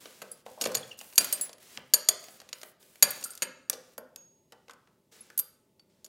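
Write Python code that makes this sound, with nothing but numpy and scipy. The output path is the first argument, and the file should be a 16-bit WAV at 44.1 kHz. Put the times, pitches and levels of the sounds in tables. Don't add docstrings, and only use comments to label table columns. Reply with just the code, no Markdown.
import sys
import numpy as np
from scipy import signal
from scipy.fft import rfft, irfft
from scipy.io import wavfile
from scipy.ndimage import uniform_filter1d, minimum_filter1d

SR = 44100
rng = np.random.default_rng(int(sys.argv[2]) if len(sys.argv) > 2 else 0)


def pcm_store(signal):
    levels = np.round(np.clip(np.atleast_2d(signal), -1, 1) * 32767)
    wavfile.write(sys.argv[1], SR, levels.astype(np.int16).T)


N = 268260

# part (0 frame low, 1 frame high, 2 crossbar, 3 hinged clamp), f/Hz, relative level/dB,
# nominal t60/s
BUCKLE_MODES = [(0, 2790, -14, .03), (0, 4410, 3, .026), (0, 4570, 4, .026), (0, 4750, -4, .075),
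                (0, 5790, -8, .035), (0, 6030, -6, .03), (0, 6260, -7, .03), (0, 6745, 10, .035),
                (0, 6995, -1, .03), (0, 7280, -1, .028), (1, 8740, 4, .035), (1, 11280, 10, .033),
                (1, 12710, 6, .045), (1, 15380, -7, .04), (1, 10830, -2, .028), (1, 13060, -7, .025),
                (1, 14450, -8, .025), (2, 8710, 7, .075), (2, 8690, -17, .3), (2, 12690, -8, .15),
                (2, 4860, -14, .25), (3, 7655, 6, .11), (3, 10480, 9, .15), (3, 11350, -1, .08),
                (3, 15420, -3, .14)]
CLACK_SHARE = 0.62


def amp(db):
    return 10 ** (np.asarray(db) / 20)


def unit(x):
    return x / np.sqrt(np.mean(x ** 2) + 1e-20)


def read(points, hz):
    f, value = np.transpose(points)
    return np.interp(np.log(hz + 1), np.log(f + 1), value)


def add(mix, s, sound):
    part = mix[max(round(s * SR), 0):][:len(sound)]
    part += sound[:len(part)]


def coloured(x, points):
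    hz = np.fft.rfftfreq(len(x), 1 / SR)
    return irfft(rfft(x) * amp(read(points, hz)), len(x))


def causal(db, size=2048):
    log_gain = np.log(amp(np.r_[db, db[-2:0:-1]]))
    spectrum = np.exp(np.conj(signal.hilbert(log_gain)))
    return irfft(spectrum[:size // 2 + 1])


def room_tone(level_db=-70, hum_db=-84, hum_hz=866):
    # f/Hz, relative density/dB
    noise_spectrum = [(15, -62.5), (25, -20.5), (195, -8), (317, -14.5), (384, -7.5), (439, -17),
                      (641, -16), (754, -36), (863, -22), (1610, -44), (1790, -33.5), (16000, -37)]
    hum = np.sin(2 * np.pi * hum_hz * np.arange(N) / SR)
    noise = unit(coloured(rng.standard_normal(N), noise_spectrum))
    return amp(level_db) * noise + amp(hum_db) * hum


def room(x, delay_s=0.007, build_s=0.00067):
    # f/Hz, t60/s
    decay_points = [(150, .5), (530, 0.54), (1400, 0.5952), (3500, .5), (7000, 0.59), (11000, 0.37),
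                    (15000, 0.15)]
    # f/Hz, level/dB
    tail_points = [(150, 2), (520, -2.5), (1100, -2.5), (2300, -7.5), (4500, -13), (7000, -20.5),
                   (11000, -22), (15000, -16)]
    # f/Hz, level/dB, t60/s
    standing_waves = [(263.7, -63.5, 0.84), (502, -62, 0.26), (524, -64, 0.64), (619, -62, .45),
                      (810, -68, .5), (1524, -57.5, .55), (2040, -62, 0.28)]
    hz, t, bins = signal.stft(rng.standard_normal(SR), SR, nperseg=256)
    t60 = read(decay_points, hz)[:, None]
    gain = amp(read(tail_points, hz)[:, None] - 60 * t / t60)
    gain *= np.sqrt(2 * np.log(1000) / (t60 * SR))
    tail = signal.istft(bins * gain, SR, nperseg=256)[1][:SR]
    t = np.arange(SR) / SR
    for mode_hz, db, mode_t60 in standing_waves:
        tail += amp(db - 60 * t / mode_t60) * np.sin(2 * np.pi * (mode_hz * t + rng.random()))
    onset = 1 - np.exp(-np.maximum(t - delay_s, 0) / build_s)
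    return signal.fftconvolve(x, tail * onset)[:N]


def sliding(rise_s=.012, release_s=0.013, arch_db=0.5):
    # t/s, length/s, hiss level/dB, change over the stroke/dB,
    # pressure as gain below the corner/dB
    stroke_table = [(0, .41, -54, -13, 2.5), (.45, 0.29, -59.5, -7.5, 2), (0.598, 0.34, -55, -5.5, 2.5),
                    (0.97, 0.34, -49.5, -7.5, -6.5), (1.171, 0.3, -42, -10.5, 1),
                    (1.594, .18, -60.5, 7, 2.5), (1.797, 0.39, -72, -2.5, 4), (2.184, 0.19, -56.5, 1, -2.5),
                    (2.382, 0.14, -70.5, -4, 9), (2.538, 0.16, -57.5, 5, -12),
                    (2.793, 0.42, -59.5, -5, -2.5), (3.072, 0.34, -47, -16, 1), (3.778, 0.16, -71, 4.5, 2),
                    (4.497, 0.45, -86, -5.5, 11), (5.113, 0.32, -60, -17.5, 6.5),
                    (5.889, 0.17846, -82.5, -5.5, 10.5)]
    t, top, low = np.arange(SR) / SR, np.zeros(N), np.zeros(N)
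    for s, length_s, db, change_db, press_db in stroke_table:
        along = np.minimum(t / length_s, 1)
        gain = amp(db + change_db * along + arch_db * np.sin(np.pi * along))
        gain *= np.minimum(t / rise_s, 1)
        gain *= np.exp(-np.maximum(t - length_s, 0) / release_s)
        add(top, s, gain)
        add(low, s, gain * amp(press_db))
    return top, low


def strap(snags_per_s=130, snag_db=-11, unevenness_db=0.3, press_hz=8500):
    # f/Hz, gain/dB
    strap_spectrum = [(80, -16.5), (250, 2.5), (520, 1), (1000, -2), (1700, -0.5), (3200, 1), (8000, 0.5),
                      (12400, -2), (16000, -3)]
    top_gain, low_gain = sliding()
    snag_size = amp(3.2 * np.minimum(rng.exponential(1, N), 4))
    snags = (rng.random(N) < snags_per_s / SR) * snag_size
    scratch = rng.standard_normal(128) * np.exp(-np.arange(128) / 30)
    scratches = unit(signal.oaconvolve(snags, scratch)[:N])
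    hiss = coloured(rng.standard_normal(N) + amp(snag_db) * scratches, strap_spectrum)
    lower = signal.sosfiltfilt(signal.butter(3, press_hz, fs=SR, output="sos"), hiss)
    uneven = unit(uniform_filter1d(rng.standard_normal(N), size=700))
    return ((hiss - lower) * top_gain + lower * low_gain) * amp(unevenness_db * uneven)


def rattle(per_s=18, over_slide_db=7, size_spread_db=2.5, ring_db=-14, tick_t60_s=0.015):
    motion, _ = sliding()
    t = np.arange(SR // 10) / SR
    _, hz, mode_db, t60 = np.transpose(BUCKLE_MODES)[:, :, None]
    out = np.zeros(N)
    for at in np.flatnonzero(rng.random(N) < per_s / SR):
        mode_level = amp(mode_db - 60 * t / t60) * rng.standard_normal(hz.shape)
        tones = (mode_level * np.sin(2 * np.pi * hz * t)).sum(0) / np.sqrt(len(hz))
        tick = rng.standard_normal(len(t)) * amp(-60 * t / tick_t60_s)
        level = motion[at] * amp(over_slide_db + size_spread_db * rng.standard_normal())
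        add(out, at / SR, level * (tick + amp(ring_db) * tones))
    return out


def bumps(spread=1.27, swell_s=0.00054):
    # t/s, centre f/Hz, level/dB, t60/s
    bump_table = [(.463, 690, -46, 0.11), (.575, 710, -46.5, 0.34), (.645, 206, -47, 0.095),
                  (.659, 930, -33, 0.035), (.661, 138.7, -43, 0.11), (.719, 1040, -33.5, 0.027),
                  (.752, 800, -36, .055), (.756, 140, -46.5, .15), (1.775, 110, -50, .12),
                  (3.028, 165.8, -37.5, 0.075), (3.423, 268.8, -46.5, 0.11896), (3.699, 1490, -26.5, 0.018),
                  (3.983, 275, -55.5, 0.13), (3.98, 1400, -43.5, 0.048), (4.522, 789.7, -56, .15),
                  (4.696, 1304, -42, 0.045), (5.302, 1483, -50.5, 0.04), (5.392, 1264, -47.5, 0.045)]
    t, out = np.arange(SR // 3) / SR, np.zeros(N)
    for s, hz, db, t60 in bump_table:
        band = signal.butter(2, [hz / spread, hz * spread], "bandpass", fs=SR, output="sos")
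        puff = unit(signal.sosfilt(band, rng.standard_normal(len(t))))
        add(out, s, puff * amp(db - 60 * t / t60) * (1 - np.exp(-t / swell_s)))
    return out


def squeaks(jitter=0.036, overtone_db=-15):
    # t/s, length/s, start f/Hz, end f/Hz, level/dB
    squeak_table = [(0.057, 0.013, 4200, 3400, -58), (0.825, 0.017, 3450, 3300, -48),
                    (.909, 0.017, 3050, 2750, -44.5), (0.923, 0.013, 2800, 2700, -54),
                    (1.004, 0.0041, 2950, 2750, -48), (1.009, .008, 2900, 2750, -50.5),
                    (3.251, 0.019, 1480, 1220, -49), (3.291, 0.017, 1550, 1350, -59)]
    out = np.zeros(N)
    for s, length_s, start_hz, end_hz, db in squeak_table:
        n = round(length_s * SR)
        wander = unit(uniform_filter1d(rng.standard_normal(SR // 10), size=30))[:n]
        hz = np.linspace(start_hz, end_hz, n) * (1 + jitter * wander)
        phase = 2 * np.pi * np.cumsum(hz) / SR
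        chirp = np.sin(phase) + amp(overtone_db) * np.sin(2 * phase)
        add(out, s, amp(db) * unit(chirp * np.hanning(n)))
    return out


def pings():
    # t/s, f/Hz, level/dB, t60/s, swell/s
    ping_table = [(4.161, 6590, -48.5, 0.61, 0.016), (4.161, 13020, -66.5, 0.34, 0.0095),
                  (0.315, 10870, -28, .03, .001), (5.207, 11000, -33.5, 0.046, 0.0028),
                  (5.391, 4800, -53, 0.35, 0.0008), (5.391, 12380, -20, 0.068, 0.0011),
                  (5.795, 4550, -49.5, 0.055, 0.00068)]
    t, out = np.arange(SR // 2) / SR, np.zeros(N)
    for s, hz, db, t60, swell_s in ping_table:
        envelope = amp(db - 60 * t / t60) * (1 - np.exp(-t / swell_s))
        add(out, s, envelope * np.sin(2 * np.pi * hz * t))
    return out


def contact(strength_db, weight_db, clack_db, bright_db,
            knock_t60_s=0.053, chatter_t60_s=0.018, rise_s=0.00012):
    corner_hz = [550, 2100, 5800, 11500]
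    # f/Hz, gain/dB
    contact_spectrum = [(25, -36), (60, -23.5), (150, -12.5), (270, -2), (340, -8), (520, 5.5), (850, -2.5),
                        (1200, -2), (2000, 0.5), (2800, 3), (3600, 1.5), (7400, 1), (9900, -2.5),
                        (12700, -2.5), (15700, -10)]
    t, hz = np.arange(4096) / SR, np.fft.rfftfreq(2048, 1 / SR)
    noise = rng.standard_normal(len(t))
    low_pass = signal.butter(2, 1500, fs=SR, output="sos")
    low = signal.sosfiltfilt(low_pass, noise, padtype="even")
    burst = low * amp(-60 * t / knock_t60_s) + (noise - low) * amp(-60 * t / chatter_t60_s)
    burst *= 1 - np.exp(-t / rise_s)
    burst *= np.sqrt(SR / 100) / np.linalg.norm(burst)
    tone = list(zip(corner_hz, [weight_db, clack_db, 0, bright_db]))
    colour = causal(read(contact_spectrum, hz) + read(tone, hz))
    return amp(strength_db) * signal.fftconvolve(burst, colour)


def ring(parts_db, rise_s=.00037):
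    detune, damping_spread, strike_db = .003, .1, 1.5
    t = np.arange(SR // 3) / SR
    part, hz, db, t60 = np.transpose(BUCKLE_MODES)[:, :, None]
    shift, grip, place, phase = rng.standard_normal((4, len(BUCKLE_MODES), 1))
    part_db = np.array(parts_db)[np.rint(part).astype(int)]
    decay_db = 60 * t / (t60 * np.exp(damping_spread * grip))
    level = amp(part_db + db + strike_db * place - decay_db)
    tones = level * np.sin(2 * np.pi * (hz * (1 + detune * shift) * t + phase))
    return tones.sum(0) * (1 - np.exp(-t / rise_s))


def taps(low_ring_db=-18, high_ring_db=-21, crossbar_db=-22, clamp_db=-38):
    # t/s, strength/dB, bass weight/dB, top-treble brightness/dB (both against strength)
    tap_table = [(0.0567, -44.5, 4.5, -47), (.4632, -53, 18, -3), (0.671, -40.5, 5.5, 7),
                 (0.9896, -40, -43, -3), (1.012, -44, 3.5, -2), (1.1261, -53.5, 9.5, -12),
                 (1.3775, -44.5, -6.5, -11), (1.396, -53.5, 14.5, 0), (1.493, -45, 2.5, -16),
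                 (1.53, -42.5, -16, -9), (1.582, -58.5, 5.5, 1), (2.2395, -43, -13.5, -6),
                 (2.284, -49, 4, -15), (2.4011, -43.5, -6, -21), (2.416, -55.5, 10.5, 2),
                 (2.49, -46, -7.5, -7), (2.6146, -42.5, -11, -23), (2.632, -42, 2, 0.5),
                 (2.8276, -59, 1.5, 3), (2.9567, -55, -0.5, -21), (3.04, -27, -1.5, -17),
                 (3.133, -55, 2, -8), (3.211, -52.5, -20, 1.5), (3.227, -41, -11, -4),
                 (3.335, -50, -9.5, -2), (3.3522, -44.5, -26, 2), (3.3756, -42, -17, -2),
                 (4.522, -54, 11.5, -0.5), (4.529, -59, 10, -12.5), (4.682, -57, 10, -15.5),
                 (4.696, -52, 8, -9.5), (4.709, -49, -0.5, -10.5), (4.7342, -58.5, -0.5, -1.5),
                 (4.873, -68, 16, -20.5), (5.301, -54, 4, -3), (5.7959, -59, -5.5, -23),
                 (6.062, -51, -13.5, -3)]
    out = np.zeros(N)
    for s, db, weight_db, bright_db in tap_table:
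        add(out, s, contact(db, weight_db, CLACK_SHARE * weight_db, bright_db, chatter_t60_s=.022))
        add(out, s, ring(db + np.array([low_ring_db, high_ring_db, crossbar_db, clamp_db])))
    return out


def clinks(tick_db=-8, weight_db=-15, bright_db=1, frame_db=-17):
    # t/s, crossbar ring level/dB, clamp ring level/dB
    clink_table = [(0.317, -47.5, -57), (.7697, -42, -56), (1.2075, -62.5, -40), (1.3342, -29, -48),
                   (1.411, -40.5, -32), (2.304, -84.5, -63), (3.21, -50.5, -65), (3.2399, -38.5, -49),
                   (3.26, -46, -80), (3.305, -42, -57)]
    out = np.zeros(N)
    for s, crossbar_db, clamp_db in clink_table:
        db = max(crossbar_db, clamp_db)
        add(out, s, contact(db + tick_db, weight_db, CLACK_SHARE * weight_db, bright_db))
        add(out, s, ring([db + frame_db, db + frame_db, crossbar_db, clamp_db]))
    return out


def blows():
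    # bass weight/dB, mid clack/dB,
    # top-treble brightness/dB, ring/dB; rebound delay/s
    blow_table = [(0.218, -42.5, 11, 9.5, 0, -9.5, 0.0039183), (.3164, -68, 22, 7, 20, -14, .001),
                  (.612, -22.5, -1, -8.5, -5, -9.5, 0.007147), (0.639, -26.5, -11, -2, -6, -13, 0.0023),
                  (0.653, -46, 4, 8, -7, 10, 0.0018), (0.658, -28, 5, 3.5, -10.5, -15, 0.0025),
                  (.7183, -38.5, -10, -23, -7.5, -26, 0.0025), (0.7455, -26, -18, -15, -19, -23, .001),
                  (0.7505, -21, -7, -10.5, -4, -8.5, 0.0018), (0.77, -35, -15, -1.5, -17, -0.5, 0.0019),
                  (1.1565, -46, -18.5, -12, 1.5, 0.5, .002),
                  (1.1793, -12.5, -16.5, -4.5, -2.5, -3.5, .0025), (1.2075, -28, -1, -9, -8.5, -26, 0.0031),
                  (1.2442, -34, -14.5, 4, 8, -9, 0.0025), (1.326, -27, -12.5, -8.5, 14, -20, .0026),
                  (1.774, -31.5, -7.5, -3.5, -22.5, -43, .0005), (1.937, -17.5, -11.5, -6, -2, 0.5, 0.0033),
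                  (2.087, -13.5, -15, -10, -1.5, -7, 0.0016),
                  (2.5289, -28.5, -20, -6.5, -15.5, -14.5, .0015), (3.0251, -15, -10.5, -1, 0, -1, .003),
                  (3.1058, -46, -14.5, 11, 20.5, -7, 0.0037), (3.2392, -31, -39, -40, 1.5, -11, 0.0052),
                  (3.4211, -27.5, 1.5, 6, -2.5, -2.5, .006), (3.698, -19.5, -21, -16, 4, -26, 0.0012),
                  (3.7299, -31, 1, -13, -11.5, -24, .006), (3.9796, -42.5, 6, 0.5, 8, -11, 0.00066),
                  (4.16, -38.5, -16.5, -11.5, 0.5, -25, .001), (5.3766, -40, -9.5, -6, 20.5, -9, 0.0024),
                  (5.3897, -32, -14.5, -11, 17, -13, 0.0052), (6.0445, -41.5, -13.5, -16, -4, -9, 0.0031)]
    first_db, first_ring_db = -2.67, -3
    rebound_db, rebound_ring_db, rebound_weight_db = -6.5, -3.5, 4.5
    high_modes_db, crossbar_db, clamp_db = -2.5, -8.5, -24.5
    high_per_brightness = 0.96
    chatter_t60_s, chatter_per_rebound = 0.005, 6.6
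    out = np.zeros(N)
    for s, db, weight_db, clack_db, bright_db, ring_db, rebound_s in blow_table:
        high_db = high_modes_db + high_per_brightness * bright_db
        parts_db = db + ring_db + np.array([0, high_db, crossbar_db, clamp_db])
        chatter_s = chatter_t60_s + chatter_per_rebound * abs(rebound_s)
        landing = contact(db + first_db, weight_db, clack_db, bright_db, chatter_t60_s=chatter_s)
        add(out, s, landing)
        add(out, s, ring(parts_db + first_ring_db))
        rebound = contact(db + rebound_db, weight_db + rebound_weight_db, clack_db, bright_db,
                          chatter_t60_s=chatter_s)
        add(out, s + rebound_s, rebound)
        add(out, s + rebound_s, ring(parts_db + rebound_ring_db))
    return out


def scene():
    belt = strap() + rattle() + bumps() + squeaks()
    buckle = pings() + taps() + clinks() + blows()
    near = belt + buckle
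    return (near + room(near) + room_tone())[None]


def record(dry, low_cut_hz=66, ceiling=.9, edge_hz=15950):
    high_pass = signal.butter(2, low_cut_hz, "highpass", fs=SR, output="sos")
    thinned = signal.sosfilt(high_pass, dry)
    gain = minimum_filter1d(ceiling / np.maximum(abs(thinned), ceiling), size=31)
    limited = thinned * uniform_filter1d(gain, size=31)
    band_limit = signal.firwin(201, edge_hz, window=("kaiser", 9), fs=SR)
    return signal.oaconvolve(limited, band_limit[None], "same")


dry = scene()
out = record(dry)
pcm_store(out)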